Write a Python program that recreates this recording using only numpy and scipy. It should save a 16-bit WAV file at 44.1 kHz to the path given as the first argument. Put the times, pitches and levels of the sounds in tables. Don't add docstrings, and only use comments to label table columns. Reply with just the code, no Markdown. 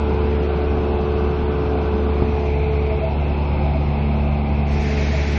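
import sys
import numpy as np
from scipy import signal
from scipy.io import wavfile
from scipy.ndimage import uniform_filter1d

SR = 44100
rng = np.random.default_rng(int(sys.argv[2]) if len(sys.argv) > 2 else 0)


def elevation(decibels):
    levels = np.asarray(decibels, float)
    return 10 ** (levels / 20)


def wrap_up_sound(samples):
    columns = np.atleast_2d(samples).T
    tamed = np.clip(columns, -1, 1)
    steps = np.round(tamed * 32767).astype(np.int16)
    wavfile.write(sys.argv[1], SR, steps)


N = 237610
HOP = 256


def bell(x, centre, half_width):
    return np.exp(-((x - centre) / half_width) ** 2)


def resonance(hz, centre_hz, width_hz):
    return 1 / (1 + (2 * (hz - centre_hz) / width_hz) ** 2)


def on_log(hz, points_hz, db):
    return np.interp(np.log(hz), np.log(points_hz), db)[:, None]


def walk(rate, count, size, step):
    hold = max(int(SR / step / rate), 1)
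    held = np.repeat(rng.standard_normal((count, size // hold + 1)), hold, axis=1)
    slewed = uniform_filter1d(uniform_filter1d(held, hold), hold)
    return 2.0 * slewed[:, :size]


def flicker(hz, s, db, rate):
    band = np.clip(3 * np.log2(hz / 20), 0, 30).astype(int)
    depth = db / (1 + (hz / 2200) ** 2 + (120 / hz) ** 2)[:, None]
    return depth * walk(rate, count=31, size=len(s), step=HOP)[band]


def coloured(db_of):
    hz, s, z = signal.stft(rng.standard_normal(N), SR, nperseg=8 * HOP, noverlap=7 * HOP)
    z = z * elevation(db_of(np.maximum(hz, 1), s))
    return signal.istft(z, SR, nperseg=8 * HOP, noverlap=7 * HOP)[1][:N]


# t/s, turn to the side [0-1], place along its path [m]
PHONE = [(0, 0.17, 0.061), (1.2, 0, 0.024), (2.05, 0.06, 0.24), (2.3, 0.53, 0.27), (2.6, 0.99, 0.37),
         (2.85, .85, .43), (3.2, 0.74, 0.52), (3.6, .75, 0.66), (4.1, .93, .72), (4.6, 1.0, 0.81),
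         (4.9, 1, 0.85), (5.39, 0.88, 1.0)]


def phone(t):
    times, side, place = np.transpose(PHONE)
    return np.interp(t, times, side), np.interp(t, times, place)


# level/dB facing front, level/dB facing side
STRONG = [(-21.5, -20), (-38, -30.5), (-33.5, -33), (-37.5, -45.5), (-28, -38), (-26.5, -26.5)]
WEAK_ORDERS = [2.5, 4.25, 5.5, 7, 8, 9, 10, 11, 12, 13, 14, 16, 20, 21]
# level/dB facing front, level/dB facing side
WEAK = [(-42, -48), (-43.5, -63.5), (-43.5, -45), (-42, -47.5), (-44.5, -54.5), (-54, -44.5),
        (-43.5, -47.5), (-48, -50.5), (-54.5, -44.5), (-57, -50), (-57, -53.5), (-51, -59.5), (-56, -63),
        (-53.5, -67.5)]
# place [m], half width [m], level/dB
SPOTS = [(0.471, 0.03, -1.5), (0.701, .25, 5.5), (.16, .06, -9), (0.379, 0.055, -7), (0.771, .09, 7.5),
         (0.88, .12, 7.5), (.17, 0.078, -4), (.32, 0.031, 7), (.42, 0.027, 3), (.56, .09, -16.5),
         (0.729, .1, -21), (1.0, 0.13, -8)]
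SPOT_ORDERS = [1, 2, 3, 3, 3, 4, 5, 5, 6, 6, 6, 6]
START_HZ, SETTLED_HZ, SETTLE_S = 72.9, 71.8, 3.5


def drone(t):
    blade_hz = SETTLED_HZ + (START_HZ - SETTLED_HZ) * np.exp(-t / SETTLE_S)
    turns = np.cumsum(blade_hz) / SR
    side, place = phone(t)
    orders = [1, 2, 3, 4, 5, 6] + WEAK_ORDERS
    levels = [front + (aside - front) * np.clip(side, 0, 1) for front, aside in [*STRONG, *WEAK]]
    for order, (at_m, half_m, db) in zip(SPOT_ORDERS, SPOTS):
        levels[order - 1] = levels[order - 1] + db * bell(place, at_m, half_m)
    waver = walk(9, count=2 * len(orders), size=N // HOP + 2, step=HOP)
    waver_at, at = np.arange(waver.shape[1]), np.arange(N) / HOP
    out = np.zeros(N)
    for i, (order, db) in enumerate(zip(orders, levels)):
        size = np.interp(at, waver_at, waver[2 * i])
        slip = np.interp(at, waver_at, waver[2 * i + 1])
        start = .11 * order * order
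        phase = 2 * np.pi * (order * turns + start) + .04 * order * slip
        out += elevation(db + .25 * order ** 0.54 * size) * np.sin(phase)
    return np.sqrt(2) * out, turns


# f/Hz, level/dB per Hz facing front, level/dB per Hz facing side
RUSH = [(20.5, -3.5, -12), (49.2, -5, -0.5), (205.6, -1, -5), (370, -7.5, -12), (520, -10.5, -11),
        (812, -11.5, -9), (1023, -14.5, -19), (1497, -19.5, -27), (1854, -31, -33), (2107, -26, -20),
        (2600, -23, -19), (2908, -30.5, -31.5), (4317, -38, -37), (4637, -41.5, -42.5)]
# f/Hz, width/Hz, level/dB
RIDGES = [(48, 20, 5.5), (105, 22, 3.5), (3230, 320, 2), (5126, 240, 2.5), (6054, 1000, 4.5)]
# f/Hz, width/Hz, place [m], half width [m], level/dB
POCKETS = [(2390, 260, .37, .05, 1.5), (5110, 220, .6, 0.091, 4.5), (801, 350, .65, 0.16, 2.5),
           (725, 430, .36, 0.047, -2.5), (630, 290, 0.95, 0.16, -4), (356, 110, 0.96, 0.16, 4),
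           (173, 55, 0.92, 0.14, 3), (1250, 140, .65, .2, 3.5), (105, 33, .03, 0.18, -2.5)]
RUSH_DB, RUSH_FADE_DB_PER_M2 = -5, -2


def rush(turns):
    def db_of(hz, s):
        side, place = phone(s)
        points_hz, front, aside = np.transpose(RUSH)
        colour = on_log(hz, points_hz, front) * (1 - side) + on_log(hz, points_hz, aside) * side
        trim = -27 * np.log2(np.maximum(hz / points_hz[-1], 1))
        ridges = sum(db * resonance(hz, centre_hz, width_hz) for centre_hz, width_hz, db in RIDGES)
        for centre_hz, width_hz, at_m, half_m, db in POCKETS:
            nearness = bell(place, at_m, half_m)
            colour = colour + db * np.outer(resonance(hz, centre_hz, width_hz), nearness)
        level = RUSH_DB + RUSH_FADE_DB_PER_M2 * place ** 2
        return colour + (trim + ridges)[:, None] + level + flicker(hz, s, db=1.33, rate=6.6)
    wash = 1 + .05 * np.cos(2 * np.pi * turns) + 0.1 * np.cos(4 * np.pi * turns)
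    return coloured(db_of) * wash


# t/s, level/dB
GUSTS = [(.78, -12), (2.58, -6.5), (2.93, 1.5), (3.06, 2), (3.32, -12), (3.66, -3), (3.75, 5.5),
         (3.84, -6.5), (4.15, -2), (4.9, -4), (5.0, -9), (5.14, 0.5), (5.34, -8)]
PANEL_HZ, PANEL_WIDTH_HZ = 644, 16
GUST_S, CALM_DB = 0.033, -19.5


def panel():
    def db_of(hz, s):
        peak = 20 * np.log10(resonance(hz, PANEL_HZ, PANEL_WIDTH_HZ))[:, None]
        push = elevation(CALM_DB) + sum(elevation(db) * bell(s, at, GUST_S) for at, db in GUSTS)
        return peak + 20 * np.log10(push)
    return coloured(db_of)


# t/s, peak level/dB, f/Hz, 60 dB decay time/s
BUMP = [
    (2.2205, -8, 230, .025),
    (2.217, -18, 45, .08),
    (2.2195, -15, 120, .04),
    (2.224, -16, 820, .025),
    (2.2215, -13, 400, .018),
]


def bump(t):
    out = np.zeros(N)
    for start, db, hz, t60 in BUMP:
        age = np.maximum(t - start, 0)
        out += elevation(db - 60 * age / t60) * np.sin(2 * np.pi * hz * age)
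    return out


# f/Hz, level/dB per Hz
SEAL = [(700, -27.5), (1100, -4.5), (1700, 2.5), (2200, 7), (2650, 2), (2900, -6), (4300, -7.5),
        (5600, -10), (6900, -16), (7400, -21.5), (8800, -21)]
# t/s, hiss level/dB, rise/s, stay/s
LEAKS = [
    (2.33, -49.5, 0.045, 0.24),
    (4.69, -39.5, 0.033, 1.0),
    (4.85, -41, 0.13, 1.0),
]


def seal():
    def ramp(x):
        return .5 + .5 * np.tanh(x)

    def db_of(hz, s):
        near = sum(elevation(db) * ramp((s - at) / rise) * ramp((at + stay - s) / rise)
                   for at, db, rise, stay in LEAKS)
        level = 20 * np.log10(near + 1e-4) + 8.17
        return on_log(hz, *np.transpose(SEAL)) + level + flicker(hz, s, db=0.75, rate=8)
    return coloured(db_of)


def scene():
    t = np.arange(N) / SR
    orders, turns = drone(t)
    return (orders + rush(turns) + panel() + bump(t) + seal())[None]


# f/Hz, step level/dB, share by which louder treble lifts the step [dB/dB]
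STEP = [(300, -19, 0), (600, -23, 0), (1000, -26, .2), (1400, -29, .5), (1800, -33, .9), (2300, -29, .6),
        (2900, -33, .6), (3500, -35, .8), (4000, -37, 1), (5000, -38.5, .95), (5700, -41.5, 1.1),
        (7000, -44, 1.1)]
FRAME, FRAME_START, LINES_KEPT, FRAME_SR = 1024, 530, 400, 48000


def round_lines(x):
    x = signal.resample_poly(x, 160, 147)
    n, k = np.arange(2 * FRAME)[:, None] + .5, np.arange(LINES_KEPT) + .5
    window = np.sin(np.pi * n / 2 / FRAME)
    basis = np.sqrt(2 / FRAME) * window * np.cos(np.pi / FRAME * (n + FRAME / 2) * k)
    count, lead = len(x) // FRAME + 3, 2 * FRAME - FRAME_START
    tail = (count + 1) * FRAME - len(x) - lead
    halves = np.pad(x, (lead, tail), "reflect").reshape(-1, FRAME)
    lines = np.hstack([halves[:-1], halves[1:]]) @ basis
    hz = k * FRAME_SR / 2 / FRAME
    treble = np.mean(lines[:, (hz > 3000) & (hz < 6000)] ** 2, axis=1)
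    treble_db = 12 * np.log10(uniform_filter1d(treble, 7)) + 52
    band = (8 * np.log2(1 + k / 45)).astype(int)
    whim_db = .4 * rng.standard_normal((count, 1)) + rng.standard_normal((count, band[-1] + 1))[:, band]
    at_hz, step_db, lift = np.transpose(STEP)
    step = elevation((on_log(hz, at_hz, step_db) + on_log(hz, at_hz, lift) * treble_db).T + whim_db)
    sizes = np.floor((abs(lines) / step) ** .75 + .4054) ** (4 / 3)
    frames = (np.sign(lines) * sizes * step) @ basis.T
    joined = (frames[:-1, FRAME:] + frames[1:, :FRAME]).ravel()[lead - FRAME:]
    return signal.resample_poly(joined, 147, 160)[:N]


def roll_off(x):
    return signal.sosfilt(signal.butter(12, 8800, fs=SR, output="sos"), x)


def record(dry):
    microphone = signal.butter(2, 36, "high", fs=SR, output="sos")
    heard = signal.sosfilt(microphone, dry[0])
    mix = round_lines(heard)[None]
    return roll_off(mix)


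dry = scene()
out = record(dry)
wrap_up_sound(out)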